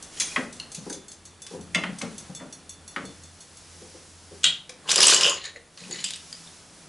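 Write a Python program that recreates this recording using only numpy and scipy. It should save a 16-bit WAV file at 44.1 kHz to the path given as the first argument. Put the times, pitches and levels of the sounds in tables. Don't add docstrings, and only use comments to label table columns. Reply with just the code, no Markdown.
import sys
import numpy as np
from scipy import signal
from scipy.fft import rfft, irfft, next_fast_len
from scipy.io import wavfile

SR = 44100
rng = np.random.default_rng(int(sys.argv[2]) if len(sys.argv) > 2 else 0)


def volts(x):
    e = np.asarray(x, float) / 20
    return 10 ** e


def transcribe(signal):
    frames = np.atleast_2d(signal).T
    limited = np.clip(frames, -1, 1)
    pcm = np.round(limited * 32767).astype(np.int16)
    wavfile.write(sys.argv[1], SR, pcm)


N = 303408

# (frequency [Hz], width [Hz], level [dB])
FRAME_MODES = [(170, 19, 9), (282, 187, 0), (426, 80, 0.5), (559, 67, 1.5), (714, 114, 1),
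               (1005, 680, -2.5), (1620, 980, -4)]
# (frequency [Hz], width [Hz], level [dB])
RACE_MODES = [(170, 18, -5), (370, 103, -5), (530, 123, -2), (824, 95, -7), (1065, 106, -1),
              (1670, 390, -9)]
# (time [s], hiss level [dB], hum level [dB])
BACKGROUND = [(0, -51.5, -65), (.25, -53.5, -62.5), (.6, -52.5, -69.5), (1.16, -57.5, -58),
              (1.45, -57, -60), (1.68, -55, -52.5), (1.8, -52, -65), (2.2, -52.5, -65), (2.73, -56.5, -61),
              (3.07, -55, -59), (3.3, -57.5, -58), (4.4, -57.5, -60), (4.7, -58, -70), (4.9, -53, -62),
              (5.62, -58.5, -66), (5.85, -60.5, -78), (6.2, -59.5, -65), (6.88, -55.5, -70)]


def unit(x):
    return x / np.sqrt(np.mean(x ** 2) + 1e-20)


def along(points, hz):
    f, v = np.transpose(points)
    return np.interp(np.log(hz + 1), np.log(f + 1), v)


def curves(rows):
    s, *cols = np.transpose(rows)
    return [np.interp(np.arange(N) / SR, s, c) for c in cols]


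def filtered(x, response):
    m = next_fast_len(x.shape[-1] + 2048)
    return irfft(rfft(x, m) * response(np.fft.rfftfreq(m, 1 / SR)), m)[..., :x.shape[-1]]


def body(modes):
    def response(f):
        total = 0
        for k, (centre, width, db) in enumerate(modes):
            damping = 1j * f * width
            total = total + (-1) ** k * volts(db) * damping / (centre * centre - f * f + damping)
        return total
    return response


def burst(t60, rise, response, snap=0, size=6000):
    t = np.arange(size) / SR
    force = rng.standard_normal(size) * volts(-60 * t / t60) * (1 - np.exp(-t / rise))
    force[1] += snap
    x = filtered(force, response)
    return x / np.abs(x).max()


def add(out, s, x, wet_db):
    # (frequency [Hz], t60 [s])
    room_decay = [(150, 0.68), (600, 0.3), (3000, 0.34), (6000, 0.27), (11000, 0.16)]
    # (frequency [Hz], level [dB])
    tail_width = [(150, -15.5), (900, -12), (3000, -21.5), (6000, -13), (11000, -6.5)]
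    hz, t, z = signal.stft(rng.standard_normal((2, SR // 3)), SR, nperseg=256)
    z[1] *= volts(along(tail_width, hz))[:, None]
    decay = volts(-60 * t / along(room_decay, hz)[:, None])
    mid, side = signal.istft(z * decay, SR, nperseg=256)[1]
    tail = np.array([mid + side, mid - side]) / np.linalg.norm(mid)
    delayed = np.pad(x, (130, 0))[None]
    heard = volts(wet_db) * signal.fftconvolve(delayed, tail, axes=1)
    heard[:, :len(x)] += x
    part = out[:, max(round(s * SR), 0):][:, :heard.shape[1]]
    part += heard[:, :part.shape[1]]


def clacks():
    # (time [s], peak [dB], pitch [Hz], crack [dB], contact t60 [s])
    ready = [
        (0.1712, -26.5, 3300, -5, 0.13),
        (0.219, -14, 3400, -3, 0.012),
        (0.5988, -18, 4300, -9, 0.017),
        (0.9005, -30, 1550, -25, 0.015),
        (0.5994, -22, 2850, -12, 0.02),
        (1.465, -24, 5100, 17, 0.06),
        (2.0157, -17, 5900, 1, 0.047),
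        (4.6932, -21, 2480, -4, 0.041),
    ]
    # (time [s], peak [dB], pitch [Hz], crack [dB])
    throw = [(4.877, -23, 2980, -15), (4.8872, -17, 3020, -20), (4.892, -6.5, 3660, -13),
             (4.905, -2, 4560, -2), (4.9145, 1, 5660, -4), (4.918, -3, 7000, -6), (4.9385, -8, 6700, 0),
             (4.958, 5.5, 6550, 14), (4.9796, -2, 4960, -4), (4.9875, -4, 5100, 3), (5.004, 6, 5300, -4),
             (5.0157, -2, 5100, -6), (5.027, 1, 5250, 3), (5.0297, 7.5, 9500, 5), (5.04, -5, 3020, -8),
             (5.053, -7, 5200, -1), (5.0683, 3.5, 7900, -13), (5.081, 5, 5750, -5), (5.093, 1, 3100, -3),
             (5.099, -3, 8200, -6), (5.1118, 2, 4240, -5), (5.12, -6, 4200, -15), (5.129, -10, 6000, 0),
             (5.1352, 0, 5070, -2), (5.144, 0, 7000, -11), (5.163, -6, 3020, -12), (5.2094, 1, 2800, -2),
             (5.2185, -8, 2850, -3), (5.232, -8, 3030, -24), (5.2325, -6.5, 5270, -26),
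             (5.243, -11, 2900, -32), (5.252, -8, 3080, -28), (5.264, -6, 2900, -23.5),
             (5.2731, -7.5, 3130, -32), (5.282, -11, 3000, -24), (5.295, -7, 6640, -7),
             (5.3, -12, 6750, -8)]
    # (time [s], peak [dB], pitch [Hz], crack [dB])
    catch = [(5.441, -24, 6940, -6), (5.453, -19, 4250, -14), (5.458, -24, 6700, -15),
             (5.559, -30, 1950, -30.5), (5.7745, -28, 4400, -9), (5.8368, -34, 2550, -26),
             (5.9098, -21, 6840, -12), (6.003, -22, 3300, -3), (6.0095, -24, 6900, -4),
             (6.0408, -8, 3500, -4), (6.043, -12.5, 7500, -11), (6.047, -17, 4870, -12),
             (6.063, -20, 3120, -9), (6.0872, -18, 4800, -2), (6.106, -11.5, 3400, -4),
             (6.108, -24, 7800, -8), (6.1355, -16, 3900, -2), (6.142, -25, 4800, -6),
             (6.159, -18.5, 8200, -3), (6.327, -18, 4780, -6.5), (6.4725, -33.5, 3670, -16)]
    rows = [(*row, -24.5) for row in ready]
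    rows += [(*row, 0.018, -30.5) for row in throw]
    rows += [(*row, 0.016, -61) for row in catch]
    out = np.zeros((2, N))
    for s, db, hz, crack_db, t60, thump_db in rows:
        def colour(f):
            pitch = body([(hz, 0.17 * hz, 0)])(f) ** 2
            crack = body([(4500, 5500, 0)])(f) * 1j * f / (1500 + 1j * f) / (1 + 1j * f / 9000)
            return pitch + volts(crack_db) * crack
        blow = burst(t60, 0.0005, colour, snap=4, size=4500)
        thump = burst(0.04, 0.004, body(RACE_MODES), size=4500)
        add(out, s + 0.0006, volts(db - 3.0) * (blow + volts(thump_db) * thump), wet_db=-5.5)
    return out


def chatter(modes, per_s, spread_db, fill):
    draw = rng.random((2, N))
    hits = (draw[0] < per_s / SR) * volts(-spread_db * np.log(1.06 - draw[1]))
    shake = signal.lfilter([1], [1, -np.exp(-1 / (0.002 * SR))], hits)
    return unit(filtered((unit(shake) + fill) * rng.standard_normal(N), body(modes)))


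def rattle():
    # (time [s], sliding [dB], pressure on the reed [dB])
    drags = [
        [(0.2, -45, 22), (0.216, -42.5, 7), (0.288, -74, 0), (0.33, -68, 13), (0.35, -51, -1)],
        [(4.83, -55, -40), (4.9, -32, 8), (4.95, -39, 10.5), (4.995, -22, -4), (5.03, -24, 7),
         (5.136, -24.5, 7.5), (5.2, -27.5, 1), (5.272, -27.5, 3.5), (5.39, -47.5, 1.5)],
        [(5.36, -44, -11), (5.43, -46.5, -18), (5.45, -40, -15), (5.5, -48, -12), (5.53, -86, -21),
         (5.565, -50.5, -21), (5.64, -100, -21)],
        [(5.776, -55, 12), (5.886, -61.5, 8), (5.92, -62, 0)],
        [(5.911, -52, 6), (5.96, -52, 10), (6.01, -46.5, 1), (6.04, -55, 5)],
        [(6.043, -48, 24), (6.085, -55.5, 17), (6.19, -67, 24), (6.24, -76, 4)],
    ]
    # (bar [dB], wires [dB], wires fade [dB per s], race [dB], shuttle [dB])
    touch = [
        (0, 6, -73, -12, 6),
        (2.5, 5.5, -1.5, 1, -16),
        (0, -3, 3, -5, -2),
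        (0, -3, -21, 7.5, 1),
        (0, 2, 0, -7, 2),
        (0, -3.5, -12, -15, -1),
    ]
    # (frequency [Hz], width [Hz], level [dB])
    bar_modes = [(2524, 110, -10), (2900, 120, -7.5), (3110, 130, -10), (3540, 450, -11.5)]
    wire_modes = [(4620, 1600, -15), (4880, 520, -21.5), (4904, 240, 10), (6150, 710, 6.5), (7180, 1650, 3),
                  (8860, 580, -4.5), (9500, 810, -12), (9440, 210, -45.5), (11100, 780, -2)]
    shuttle_modes = [(1950, 410, 10.5), (4150, 430, 13.5), (6840, 140, 12.5)]
    out, t = np.zeros((2, N)), np.arange(N) / SR
    bar = volts(-8.5) * chatter(bar_modes, per_s=280, spread_db=14, fill=1.0)
    wires = volts(-7.5) * chatter(wire_modes, per_s=500, spread_db=2.5, fill=1.0)
    race = volts(-5.0) * chatter(RACE_MODES, per_s=83, spread_db=4, fill=1.0)
    shuttle = volts(5) * chatter(shuttle_modes, per_s=100, spread_db=1, fill=1.3)
    for rows, (bar_db, wires_db, fade_db, race_db, shuttle_db) in zip(drags, touch):
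        slide_db, press_db = curves(rows)
        span = slice(round(rows[0][0] * SR), round(rows[-1][0] * SR))
        fading_db = wires_db + fade_db * (t[span] - rows[1][0])
        reed = volts(bar_db) * bar[span] + volts(fading_db) * wires[span]
        sliding = volts(race_db) * race[span] + volts(shuttle_db) * shuttle[span]
        drag = volts(slide_db[span]) * (volts(press_db[span]) * reed + sliding)
        add(out, rows[0][0], drag, wet_db=-8.0)
    return out


def frame_boom(db):
    return volts(db) * burst(0.28, 0.007, lambda f: body(FRAME_MODES)(f) / (1 + 1j * f / 450), size=12000)


def blows():
    # (time [s], peak [dB], contact t60 [s], frame boom [dB], room [dB])
    hits = [
        (0.1985, -13, 0.08, -31, -2.5),
        (0.2189, -24, 0.018, -34, 5),
        (1.7432, -34, 0.025, -16, -1),
        (1.7475, -9, 0.016, -15, -5),
        (1.7548, -12, 0.02, -16.5, -8),
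        (4.433, -19, 0.03, -37, -4),
        (4.4418, -2.5, 0.014, -34, -6.5),
        (4.449, -12, 0.052, -43, 0.5),
        (4.466, -21, 0.056, -40, -3),
        (4.4782, -24, 0.03, -46, 4),
    ]
    struck = [0, 0, 1, 1, 1, 2, 2, 3, 3, 3]
    hardness = [
        1.5,
        5,
        3,
        1.5,
    ]
    # (frequency [Hz], width [Hz], level [dB])
    heddles = [(2340, 130, -9), (3370, 170, -4), (5400, 410, -9), (6420, 370, 1.5), (7540, 390, -5.5),
               (9100, 400, -7), (10850, 550, -10.5)]
    stick = [(1386, 40, -9), (1720, 130, -8), (2115, 60, 5), (2710, 70, -6), (3020, 90, -12),
             (3450, 45, -1), (3580, 37, -10.5), (4030, 60, -9), (4640, 46, -13.5), (4950, 50, -15),
             (5440, 60, -13), (6212, 67, -15), (6460, 70, -18), (8200, 3500, -24)]
    beater = [(1440, 440, -19), (1990, 116, -8.5), (2900, 380, -4.5), (3300, 335, 1), (3730, 530, -4),
              (5100, 910, -10), (7000, 800, -6), (8500, 880, -12), (9500, 1800, -27)]
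    muffled = [(hz, width, db - 10 * (hz > 4500)) for hz, width, db in beater]
    parts = (heddles, stick, beater, muffled)
    out = np.zeros((2, N))
    for (s, db, t60, boom_db, room_db), which in zip(hits, struck):
        part = lambda f: body(parts[which])(f) + volts(-28.5) * body([(3000, 4000, 0)])(f)
        blow = burst(t60, 0.001, part, snap=hardness[which], size=12000)
        add(out, s, volts(db + 0.6) * (blow + frame_boom(boom_db)), wet_db=room_db)
    return out


def knocks():
    # (time [s], peak [dB], slat pitch [Hz], contact t60 [s], frame boom [dB])
    hits = [
        (0.36, -13.5, 2020, 0.021, -8.5),
        (1.8358, -18, 1960, 0.029, -10.5),
        (2.012, -28.5, 2120, 0.053, 0),
        (2.399, -39, 1980, 0.016, 4.5),
        (2.961, -19.5, 1850, 0.022, -8),
    ]
    # (ratio to slat pitch, width [Hz], level [dB])
    slat_modes = [(.48, 90, -8), (.67, 70, -10), (1, 120, 8), (1.22, 160, 6), (1.6, 260, -3)]
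    out = np.zeros((2, N))
    for s, db, hz, t60, boom_db in hits:
        def slat(f):
            broad = body([(hz, 3000, 0)])(f) ** 2
            fine = 0.56 + body([(k * hz, width, level) for k, width, level in slat_modes])(f)
            return broad * fine / (1 + 1j * f / 4000) ** 3 + volts(-36)
        blow = burst(t60, 0.001, slat, snap=6.5, size=12000)
        board = volts(-6.5) * burst(0.12, 0.0014, lambda f: body([(0.75 * hz, 1500, 0)])(f) ** 2, size=12000)
        add(out, s + 0.001317, volts(db + 1.0) * (blow + board + frame_boom(boom_db)), wet_db=-6.0)
    return out


def hook():
    # (time [s], peak [dB], ring over scrape [dB])
    ticks = [(0.025, -21, -15), (0.5265, -22.5, -17), (0.5641, -28, -20), (0.717, -21, -13),
             (0.746, -15, -14.5), (0.8973, -16, -29), (0.9261, -14.5, -17), (1.082, -30, -4.5),
             (1.115, -21.5, -26), (1.253, -29, -5.5), (1.419, -24.5, -7.5), (1.6096, -29.5, -9.5),
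             (1.985, -20, -17), (2.1802, -21.5, -8.5), (2.3492, -26, -2), (2.5257, -28, -1),
             (2.6933, -26, -1.5), (2.878, -34.5, 4.5), (3.052, -32.5, -1), (3.2355, -41, 5.5),
             (3.405, -34.5, -2), (3.57, -33.5, -4)]
    # (frequency [Hz], level [dB], t60 [s])
    hook_modes = [(2710, -12, 0.04), (3500, -8, 0.25), (4377, -2, 0.085), (5440, -8, 0.035),
                  (5771, -1, 0.07), (6500, 2, 0.045), (7690, 2, 0.05), (8130, -1, 0.02), (9790, -3, 0.05),
                  (10360, 0, 0.1), (10950, -5, 0.04)]
    scrape_body = body([(5660, 5300, 4.7), (10600, 9400, 1.3), (6170, 390, 9.6), (4300, 110, 1), (8130, 340, 1.4)])
    out, t = np.zeros((2, N)), np.arange(SR // 4) / SR
    for s, db, ring_db in ticks:
        ring = np.zeros(len(t))
        for hz, level, t60 in hook_modes:
            strength_db = level + rng.normal(0, 1.5)
            ring += volts(strength_db - 60 * t / t60) * np.sin(2 * np.pi * (hz * t + rng.random()))
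        ring *= 1 - np.exp(-t / 0.00016)
        scrape = burst(0.029, 0.004, scrape_body, size=len(t))
        add(out, s, volts(db - 5.0) * (0.41 * volts(ring_db) * ring + 0.64 * scrape), wet_db=-1.5)
    return out


def streaks():
    # (middle [s], length [s], pitch [Hz], level [dB])
    glints = [(0.265, 0.11, 2360, -45), (0.325, 0.041, 2440, -42), (0.2, 0.094, 6800, -48),
              (0.27, 0.05, 9100, -37), (0.32, 0.025, 5700, -47), (3.4, 0.02, 3000, -56),
              (5.18, 0.05, 5400, -27.5), (5.33, 0.072, 6800, -36), (5.32, 0.054, 1084, -32.5),
              (5.47, 0.09, 1800, -44), (5.57, 0.08, 480, -50), (5.27, 0.077, 526, -30.5),
              (5.928, 0.012, 6800, -30.5), (5.975, 0.024, 7900, -46), (6.01, 0.028, 6900, -42),
              (5.93, 0.039, 4500, -40), (5.97, 0.04, 4200, -46), (5.945, 0.0395, 1960, -43),
              (5.99, 0.032, 3000, -43), (6.062, 0.028, 3000, -36), (6.2, 0.087, 3000, -57.5),
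              (2.967, 0.013, 2940, -48), (1.842, 0.015, 2700, -38.5), (1.775, 0.0405, 2900, -34.5),
              (5, 0.19, 2900, -42)]
    out = np.zeros((2, N))
    for s, length, hz, db in glints:
        size = round(length * SR)
        glint = filtered(rng.standard_normal(SR // 5), lambda f: body([(hz, 170, 0)])(f) ** 2)
        add(out, s - length / 2, volts(db) * np.hanning(size) * unit(glint)[-size:], wet_db=-8.0)
    return out


def thuds():
    # (time [s], peak [dB], pitch [Hz], t60 [s])
    presses = [(0.769, -30, 148, 0.14), (0.862, -29.5, 423, 0.11), (0.899, -27.5, 437, 0.073),
               (0.936, -42, 410, 0.15), (1.503, -34.5, 505, 0.29), (1.534, -30, 444, 0.089),
               (1.588, -30, 184, 0.085), (1.885, -26, 179, 0.13), (2.025, -24, 205, 0.12),
               (2.293, -31, 160, 0.1), (2.456, -42, 242, 0.11), (3.033, -29, 199, 0.11),
               (3.813, -38.5, 426, 0.14), (3.94, -38, 305, 0.12), (4.308, -37, 400, 0.12),
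               (4.689, -38.5, 480, 0.11), (5.798, -41, 170, 0.69), (5.886, -37, 370, 0.25),
               (5.928, -37, 162, 0.27), (5.99, -43, 175, 0.035)]
    out = np.zeros((2, N))
    for s, db, hz, t60 in presses:
        colour = lambda f: (body(FRAME_MODES)(f) * 0.27 + body([(hz, 80, 0)])(f)) / (1 + 1j * f / 900) ** 3
        add(out, s, volts(db) * burst(t60, 0.04 * t60, colour, size=12000), wet_db=-4.5)
    return out


def diffuse(spectrum):
    alike = lambda f: np.array([np.ones_like(f), 0.21 * (f + 200) / (f + 300)])
    noise = rng.standard_normal((2, N))
    mid, side = filtered(noise, lambda f: volts(along(spectrum, f)) * alike(f))
    return np.array([mid + side, mid - side]) / mid.std()


def sleeves():
    # (middle [s], length [s], level [dB])
    moves = [(0.284, 0.53, -38.5), (0.883, 0.35, -48.5), (1.532, 0.19, -47), (2.154, 0.76, -51.5),
             (3.11, 0.91, -53.5), (3.85, 1.63, -49), (4.44, 0.58, -52.5), (5.914, 0.51, -46.5),
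             (6.338, 1.23, -46), (6.825, 0.33, -53)]
    # (frequency [Hz], level [dB per Hz])
    cloth = [(2500, -13), (4000, -11), (5500, -6.5), (7000, -9), (9000, -12), (11000, -10.5)]
    t, swell = np.arange(N) / SR, np.zeros(N)
    for s, length, db in moves:
        swell += volts(db) * np.cos(np.pi * np.clip((t - s) / length, -0.5, 0.5)) ** 2
    return volts(1.0) * swell * diffuse(cloth)


def hum():
    t = np.arange(N) / SR
    hum_db = curves(BACKGROUND)[1]
    low = unit(filtered(rng.standard_normal(N), body([(85, 5.2, 0)])))
    octave = unit(filtered(rng.standard_normal(N), body([(168, 8.2, 0)])))
    tone = volts(hum_db) * (1.22 * np.sin(2 * np.pi * 85 * t) + 0.63 * low)
    tone += volts(-69 + 8.5 * np.clip((t - 5.9) / 0.34, 0, 1)) * octave
    return volts([[-0.7], [0.7]]) * tone


def room_hiss():
    # (frequency [Hz], level [dB per Hz])
    hiss = [(12, -51), (20, -14.5), (81, -10), (114, -12.5), (161, -5.5), (194, -9.5), (312, -10),
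            (375, -12.5), (920, -16.5), (1230, -17), (1690, -18), (2440, -21), (10200, -23.5),
            (11000, -24.5), (14300, -57), (22000, -120)]
    return volts(3.5 + curves(BACKGROUND)[0]) * diffuse(hiss)


def scene():
    upper = clacks() + rattle() + blows() + knocks() + hook() + streaks()
    loom = upper * volts([[0.3], [-0.3]]) + thuds() * volts([[0.9], [-0.9]])
    loom = filtered(loom, lambda f: (1j * f / (110 + 1j * f)) ** 2)
    return loom + sleeves() + hum() + room_hiss()


def roll_off(x):
    return signal.sosfilt(signal.butter(12, 12360, fs=SR, output="sos"), x)


def record(dry):
    # (frequency [Hz], left over right [dB])
    lean = [(90, -0.5), (170, 0.5), (350, 1.1), (600, 0)]
    top_hz = 11057
    x = dry / (1 + np.abs(dry / 0.63) ** 6) ** (1 / 6)
    x = filtered(x, lambda f: volts(along(lean, f) * [[0.5], [-0.5]]))
    leak = volts([[-43], [-30]])

    def band(f):
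        return 1 / (1 + (f / top_hz) ** 260) + leak * (f > top_hz) / (1 + (f / 12300) ** 20)
    mid, side = filtered(np.array([x[0] + x[1], x[0] - x[1]]) / 2, band)
    return roll_off(np.array([mid + side, mid - side]))


dry = scene()
out = record(dry)
transcribe(out)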